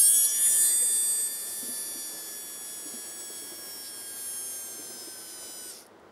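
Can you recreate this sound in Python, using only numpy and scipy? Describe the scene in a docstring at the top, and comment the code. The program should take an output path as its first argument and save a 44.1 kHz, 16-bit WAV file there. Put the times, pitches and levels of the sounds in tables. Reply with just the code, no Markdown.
"""A small brushed DC drill motor runs up, whines and slowly sags as it loads its supply.
Ten commutations a turn make the whine, whose lines slide through the case's resonances; the brushes
chatter, then seat and rasp. The power is cut and the rotor scrapes to a halt with a tick.
The motor is held in the hand over a workbench: soft handling bumps sound over the room's low rush."""
import sys
import numpy as np
from scipy.fft import rfft, irfft, next_fast_len
from scipy.io import wavfile
from scipy.ndimage import map_coordinates

SR = 44100
rng = np.random.default_rng(int(sys.argv[2]) if len(sys.argv) > 2 else 0)


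def unload_wav(signal):
    """Save mono or channel-first audio to the path in sys.argv[1] as 16-bit WAV at rate SR, clipped to [-1, 1]."""
    wavfile.write(
        sys.argv[1],
        SR,
        np.round(np.clip(np.atleast_2d(signal).T, -1, 1) * 32767).astype(np.int16),
    )


N = 269671
TIME = np.arange(N) / SR
STEP = 64  # samples between the points of slow controls
FULL_SPEED, GAPS = 118, 10  # top speed in turns per second, commutator gaps per turn
CUT_S, CUT_FADE_DB_PER_S = 5.7, 195  # power off


def amp(db):
    """Decibels to gain."""
    return 10 ** (np.asarray(db) / 20)

def unit(x):
    """x at rms 1."""
    return x / np.sqrt(np.mean(x ** 2) + 1e-20)

def noise():
    """White noise."""
    return rng.standard_normal(N)

def curve(rows):
    """An automation curve through (seconds, value) points."""
    return np.interp(TIME, *np.transpose(rows))

def smooth(points):
    """A slow control, given every STEP samples, at the full rate."""
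    return np.interp(TIME, TIME[::STEP], points)

def wobble(rate):
    """A smooth random curve, rate knots a second."""
    knots = rng.standard_normal(int(N * rate / SR) + 4)
    return smooth(map_coordinates(knots, [TIME[::STEP] * rate], mode="nearest"))

def filtered(x, response):
    """x through a frequency response."""
    size = next_fast_len(N + 8192)
    return irfft(rfft(x, size) * response(np.fft.rfftfreq(size, 1 / SR)), size)[:N]

def coloured(x, spectrum):
    """x through an EQ of (Hz, dB) points that falls away beyond its ends, brought to rms 1."""
    hz, db = np.transpose(spectrum)
    hz, db = np.r_[hz[0] / 2, hz, hz[-1] * 2], np.r_[db[0] - 40, db, db[-1] - 40]
    return unit(filtered(x, lambda f: amp(np.interp(np.log(f + 1), np.log(hz), db))))


# EQs of the room's rush and hiss. Each row: frequency in Hz, relative level in dB.
ROOM_RUSH_EQ = [(15, -75), (25, -42.5), (48, -23), (66, -18.5), (96, -7.5), (139, -15), (173, -10),
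                (243, -2.5), (302, -8), (358, 0.5), (389, -1), (1020, -9), (1070, -11), (1400, -10.5),
                (1820, -47), (3080, -120)]
ROOM_HISS_EQ = [(590, -31), (1000, -22), (1530, -5), (1710, -10), (1900, -8.5), (2450, -18.5), (2910, -17),
                (3370, -17.5), (15500, -36)]
# The room's hum. Each row: frequency in Hz, level in dB.
HUM_TONES = [(242.2, -71), (328.4, -64)]

def room():
    """Room tone: a low, slightly uneven rush with a faint hum and hiss."""
    rush = amp(-54 + 1.14 * wobble(14)) * coloured(noise(), ROOM_RUSH_EQ)
    hiss = amp(-63.5) * coloured(noise(), ROOM_HISS_EQ)
    hum = sum(amp(db + 3.4 * wobble(3.14)) * np.sin(2 * np.pi * hz * TIME + .79 * wobble(6))
              for hz, db in HUM_TONES)
    return rush + hiss + hum


# Bumps of hand and bench. Each row: start in seconds, relative level in dB, pitch in Hz.
HANDLING_BUMPS = [(0.819, -42, 495), (1.627, -39, 243), (1.685, -39, 246), (1.953, -40.5, 259),
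                  (2.852, -39.5, 296), (2.934, -38.5, 237), (3.297, -43, 414), (3.419, -45, 296),
                  (3.515, -40.5, 348), (4.744, -46.5, 330), (4.789, -39.5, 300), (4.9, -41, 362),
                  (5.07, -42.5, 344), (5.487, -45, 308), (5.653, -42.5, 330)]

def bumps(rise_s, t60, thud_share, level_db):
    """Soft contacts: a few cycles of a damped low mode with a dull thud."""
    out, t = np.zeros(N + SR), np.arange(SR // 4) / SR
    envelope = (1 - np.exp(-t / rise_s)) ** 2 * amp(-60 * t / t60)
    thud = coloured(noise(), [(120, -18), (250, -2), (650, -4.5), (1100, -43)])
    # the grip shifts softly twice around each bump
    shifts = [(s + .06 * when, db - 8.5 + 2 * size, 340 * 2 ** (.3 * pitch))
              for s, db, _ in HANDLING_BUMPS for when, size, pitch in rng.standard_normal((2, 3))]
    for s, db, hz in HANDLING_BUMPS + shifts:
        start = round(s * SR)
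        body = np.sin(2 * np.pi * hz * t) + thud_share * np.roll(thud, -start)[:len(t)]
        out[start:start + len(t)] += amp(db + level_db) * body * envelope / envelope.max()
    return out[:N]


# Ticks as the rotor stops. Each row: start in seconds, relative level in dB.
STOP_TICKS = [(5.866, -41), (5.998, -59)]

def ticks(t60, level_db):
    """Small contacts of metal: bright, fast-dying bursts of noise."""
    envelope = sum(amp(db + level_db - 60 * np.abs(TIME - s) / t60) * (TIME >= s) for s, db in STOP_TICKS)
    return envelope * coloured(noise(), [(3000, -20), (7000, -5), (10000, 4), (12500, -8.5), (15000, -22)])


# The speed that the sagging supply allows. Each row: time in seconds, turns per second.
SUPPLY_SPEED = [(0, 118.07), (.83, 118.77), (1.13, 118.1), (1.56, 117.39), (1.76, 116.48), (2.16, 115.25),
                (2.56, 113.34), (3.12, 112.29), (3.64, 110.16), (4.11, 108.11), (4.66, 106.36),
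                (5.29, 101.65), (5.7, 99.1)]

def shaft_speed(start_deficit, run_up_s, brake_per_s):
    """Turns per second: the rotor runs up to what the supply allows, and brakes evenly after the cut."""
    driven = curve(SUPPLY_SPEED) - start_deficit * np.exp(-TIME / run_up_s)
    return np.maximum(driven - brake_per_s * np.maximum(TIME - CUT_S, 0), 0)

def commutation(turns, depth):
    """Contact force, peaking each time a brush crosses a gap."""
    return np.exp(depth * np.cos(2 * np.pi * GAPS * turns))

def roughness(turns, renew_hz, points=320):
    """The commutator's surface, met again on every turn; it changes slowly as the brushes shift."""
    surface = rng.standard_normal((int(N * renew_hz / SR) + 4, points))
    return map_coordinates(surface, [TIME * renew_hz, turns % 1 * points], mode="grid-wrap")


# Tones of the magnetic pull. Each row: multiple of the shaft rate, relative level in dB.
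PULL_TONES = [(10, -69), (15, -56), (20, -71)]

def magnets(speed, turns, level_db, flutter_db):
    """The poles tug at the rotor: soft tones under the whine that grow with speed and current."""
    tones = sum(amp(db + flutter_db * wobble(16)) * np.sin(2 * np.pi * order * turns)
                for order, db in PULL_TONES)
    current_db = np.interp(TIME, [0, .65, 1.2], [4.5, 6.5, 0])  # the run-up draws more current
    return np.sqrt(2) * amp(level_db + current_db) * (speed / FULL_SPEED) ** 3 * tones


# Envelope of the coasting rotor's scrape. Each row: time in seconds, relative level in dB.
COAST_ENVELOPE = [(5.68, -87.5), (5.705, -45.5), (5.74, -45), (5.78, -45), (5.82, -49.5), (5.85, -58.5),
                  (5.89, -66), (5.95, -85)]
# The case's colour on that scrape. Each row: frequency in Hz, relative level in dB.
COAST_EQ = [(1180, -48), (2000, -14.5), (2920, -15), (3320, -18.5), (3490, -7.5), (3800, -15.5), (5220, -2),
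            (6360, -8.5), (8300, -15), (8960, -5), (9520, -3), (13400, -15), (15500, -26.5)]

def coasting(turns, sharpness, grit_share):
    """With the power off, each gap clicks into the case's resonances at a diving rate."""
    pulses = np.exp(-sharpness * (GAPS * turns % 1))
    clicks = unit(np.diff(pulses, prepend=0))
    grit = unit(commutation(turns, depth=.52) * noise())
    return amp(curve(COAST_ENVELOPE)) * coloured(clicks + grit_share * grit, COAST_EQ)


def spell(start, end, release, attack_s=.05):
    """Swells after start and fades around end; a spell that starts at 0 is already under way."""
    attack = np.clip((TIME - start) / attack_s, 0, 1) if start > .01 else 1
    return attack * np.clip((end - TIME) / release + .5, 0, 1)

def case_band(x, centre_hz, width_hz):
    """x through one steep-sided resonance, brought to rms 1."""
    return unit(filtered(x, lambda f: (1j * f * width_hz / (centre_hz**2 - f*f + 1j * f * width_hz)) ** 2))

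# Spells of brush chatter. Each row: start, end and release in seconds, band centre in Hz,
# width of the whine's lift in Hz, rasp level in dB, lift of the whine in dB.
CHATTER_SPELLS = [(0, 0.59, .04, 3250, 349, -46.5, -3.5), (0, 0.09, 0.027, 4930, 1000, -38, 12.5),
                  (0, 0.271, .025, 11050, 1700, -32.5, 16), (0.118, 0.39, 0.055, 6095, 903, -40, 29.5),
                  (.22, 0.26, .015, 4220, 700, -39.5, 1.5), (0.298, 0.89, 0.16, 1893, 300, -50.5, -3.5),
                  (.38, 1.28, 0.012, 7786, 1100, -47.5, 13), (0.418, .68, .05, 9750, 1100, -31.5, 2.5),
                  (0.456, 0.542, 0.032, 5810, 900, -41.5, 12.5), (0.522, 2.15, .5, 4610, 400, -54.5, 9.5),
                  (.6, 0.73, .03, 4150, 500, -45.5, 13), (1.138, 1.14, .02, 4100, 610, -49, 9),
                  (1.45, 2.4, .2, 5400, 908, -52.5, 5.5), (3.78, 3.9, .04, 4740, 1180, -54, -2)]

def chatter(turns, looseness):
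    """A brush skips for a while, partly in step with the shaft, and wakes a resonance of the case."""
    high_spot = unit(np.exp(.27 * np.cos(2 * np.pi * turns)))  # presses on the brushes once a turn
    skipping = roughness(turns, renew_hz=8) + looseness * noise()
    drive = high_spot * commutation(turns, depth=.26) * skipping
    out = np.zeros(N)
    for start, end, release, hz, width_hz, db, _ in CHATTER_SPELLS:
        envelope = amp(db + 2.5 * wobble(34.13)) * spell(start, end, release)
        out += envelope * case_band(drive, hz, 1.35 * width_hz)
    return out


# EQs of the four brush layers. Each row: frequency in Hz, relative level in dB.
LOW_RASP_EQ = [(1500, -17), (2200, -12), (2700, -16), (3300, -6.5), (3900, -10), (4700, -4), (5500, -0.5),
               (6300, -8.5), (7200, -2)]
HIGH_RASP_EQ = [(5500, -34), (6700, -7), (7700, -7.5), (8900, 5), (9600, 1.5), (10500, 3.5), (11500, -3),
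                (12700, -4), (14000, -27.5), (15600, -23)]
SPARK_EQ = [(2500, -10), (3500, -11), (6300, -2), (7300, -9), (8800, -2), (10500, -10.5), (11400, -1),
            (12500, -27), (14000, -20), (15600, -32)]
SLIDE_EQ = [(900, -20), (1800, 12), (2600, 7.5), (4200, 4.5), (5200, -4.5), (7000, -14), (9500, -26),
            (11200, -8.5), (12500, -14), (14000, -21), (15600, -25)]

def brushes(speed, turns, bite_db):
    """Carbon on copper: the gaps pulse sparks and a rasp that repeats each turn, over a sliding hiss."""
    contact = commutation(turns, depth=.465)
    pressure_db = .55 * wobble(20)  # the brush springs press unevenly
    scrape_db = (1.04 + .1 * bite_db) * wobble(34)  # a biting brush scrapes in fits
    low_friction = contact * (roughness(turns, renew_hz=4) + noise() / 10)
    high_friction = contact * roughness(turns, renew_hz=2.94)
    arcing = commutation(turns, depth=.56) * noise()
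    low_rasp = amp(-52 + .2 * bite_db + scrape_db) * coloured(low_friction, LOW_RASP_EQ)
    high_rasp = amp(-47.5 + .98 * bite_db) * coloured(high_friction, HIGH_RASP_EQ)
    sparks = amp(-59.5 + .7 * bite_db) * coloured(arcing, SPARK_EQ)
    hiss = amp(-59.5) * (speed / FULL_SPEED) ** 2 * coloured(noise(), SLIDE_EQ)
    return amp(pressure_db) * (low_rasp + high_rasp + sparks) + hiss


def bell(hz, centre_hz, width_hz):
    """A resonance's hump: 1 at its centre, a half at its edges."""
    return 1 / (1 + (2 * (hz - centre_hz) / width_hz) ** 2)

# Peaks and dips of the case. Each row: centre in Hz, width in Hz, lift in dB.
CASE_RESONANCES = [(3176, 200, -4.5), (4716, 32, 5), (5176, 120, 7), (5480, 65, 11), (6380, 230, 8),
                   (6584, 250, -11), (7830, 58, 7), (8260, 64, 10.5), (8740, 179, 7.5), (9620, 130, 4),
                   (10470, 130, 7), (10733, 180, 10), (11730, 390, 9.5), (13010, 740, 8)]
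# The whine's lines as multiples of the shaft rate: ten apart, with two flanking the 80th.
WHINE_ORDERS = [30, 40, 50, 60, 70, 78, 80, 82, 90, 100, 110, 120, 130, 140, 150]
# The mix of those lines. Each row: relative level in dB with seated brushes, dB gained per dB of bite.
WHINE_LEVELS = [(-57.5, 1), (-61.5, 0.27), (-56, 0.18), (-52, 0.79), (-53.5, 0.974), (-59.5, 1.24),
                (-54, 1.3532), (-62.5, 1.02), (-48.5, 0.843), (-55, .55), (-59, 0.37), (-58.5, 0.81),
                (-63.5, 1.06), (-62, 0.7), (-64, -0.2)]

def whine(speed, turns, bite_db, wander_db, flutter_db, runout, jitter_turns, level_db):
    """Commutation lines that follow the shaft, lifted by bite, the case's resonances and chatter."""
    angle = turns + jitter_turns * wobble(150)  # uneven contact blurs the high lines
    lifts = CASE_RESONANCES + [(hz, width_hz, lift_db * spell(start, end, release)[::STEP])
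                               for start, end, release, hz, width_hz, _, lift_db in CHATTER_SPELLS]
    swing = runout * amp(.35 * bite_db)
    out = np.zeros(N)
    for order, (seated_db, growth) in zip(WHINE_ORDERS, WHINE_LEVELS):
        line_hz = order * speed[::STEP]
        case_db = smooth(sum(lift_db * bell(line_hz, hz, width_hz) for hz, width_hz, lift_db in lifts))
        db = seated_db + growth * bite_db + case_db
        db += wander_db * wobble(5.076) + flutter_db * wobble(32)  # the grip shifts, the brushes flutter
        # the commutator runs slightly out of true: sidebands, stronger up high and under bite
        sway = sum(np.sin(2 * np.pi * (k * turns + rng.random())) / k for k in (1, 2))
        phase = 2 * np.pi * order * angle + swing * (order / 100) ** 2 * sway
        out += amp(db) * np.sin(phase + 1.04 * wobble(1.492))
    return np.sqrt(2) * amp(level_db) * out


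# How hard the brushes bite, bouncing at first and then seating. Each row: time in seconds, bite in dB.
BRUSH_BITE = [(0.0, 16.5), (0.1, 17.5), (0.27, 12.5), (0.31, 11), (0.45, 14), (0.66, 14.5), (0.71, 11.5),
              (1.25, 4.5), (1.31, 3.5), (1.9, 2.5), (2.4, -0.2), (3.1, 0.45), (3.9, -2), (4.3, 2),
              (4.75, -1), (5.05, -4), (5.68, -2.5)]

def scene():
    """The shaft and the brushes' bite drive the motor, mixed over handling and room tone."""
    speed = shaft_speed(start_deficit=10.8, run_up_s=.277, brake_per_s=560)
    turns = np.cumsum(speed) / SR
    bite_db = curve(BRUSH_BITE) + .35 * wobble(50)
    power = amp(-CUT_FADE_DB_PER_S * np.maximum(TIME - CUT_S, 0))
    motor = whine(speed, turns, bite_db, wander_db=1.26, flutter_db=1.2,
                  runout=.24, jitter_turns=.0001, level_db=.38)
    motor *= power ** 1.5  # the whine dies faster than the rasp
    motor += power * brushes(speed, turns, bite_db)
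    motor += power * magnets(speed, turns, level_db=-.96, flutter_db=1.45)
    motor += chatter(turns, looseness=.57)
    motor += .85 * coasting(turns, sharpness=6.5, grit_share=1.9)
    handling = bumps(rise_s=.0028, t60=.11, thud_share=.29, level_db=-3.5)
    motor += ticks(t60=.017, level_db=-6)
    return (motor + handling + room())[None]

def record(dry):
    """A brick-wall high cut at 15.7 kHz."""
    return filtered(dry[0], lambda hz: hz < 15700)[None]


dry = scene()
out = record(dry)
unload_wav(out)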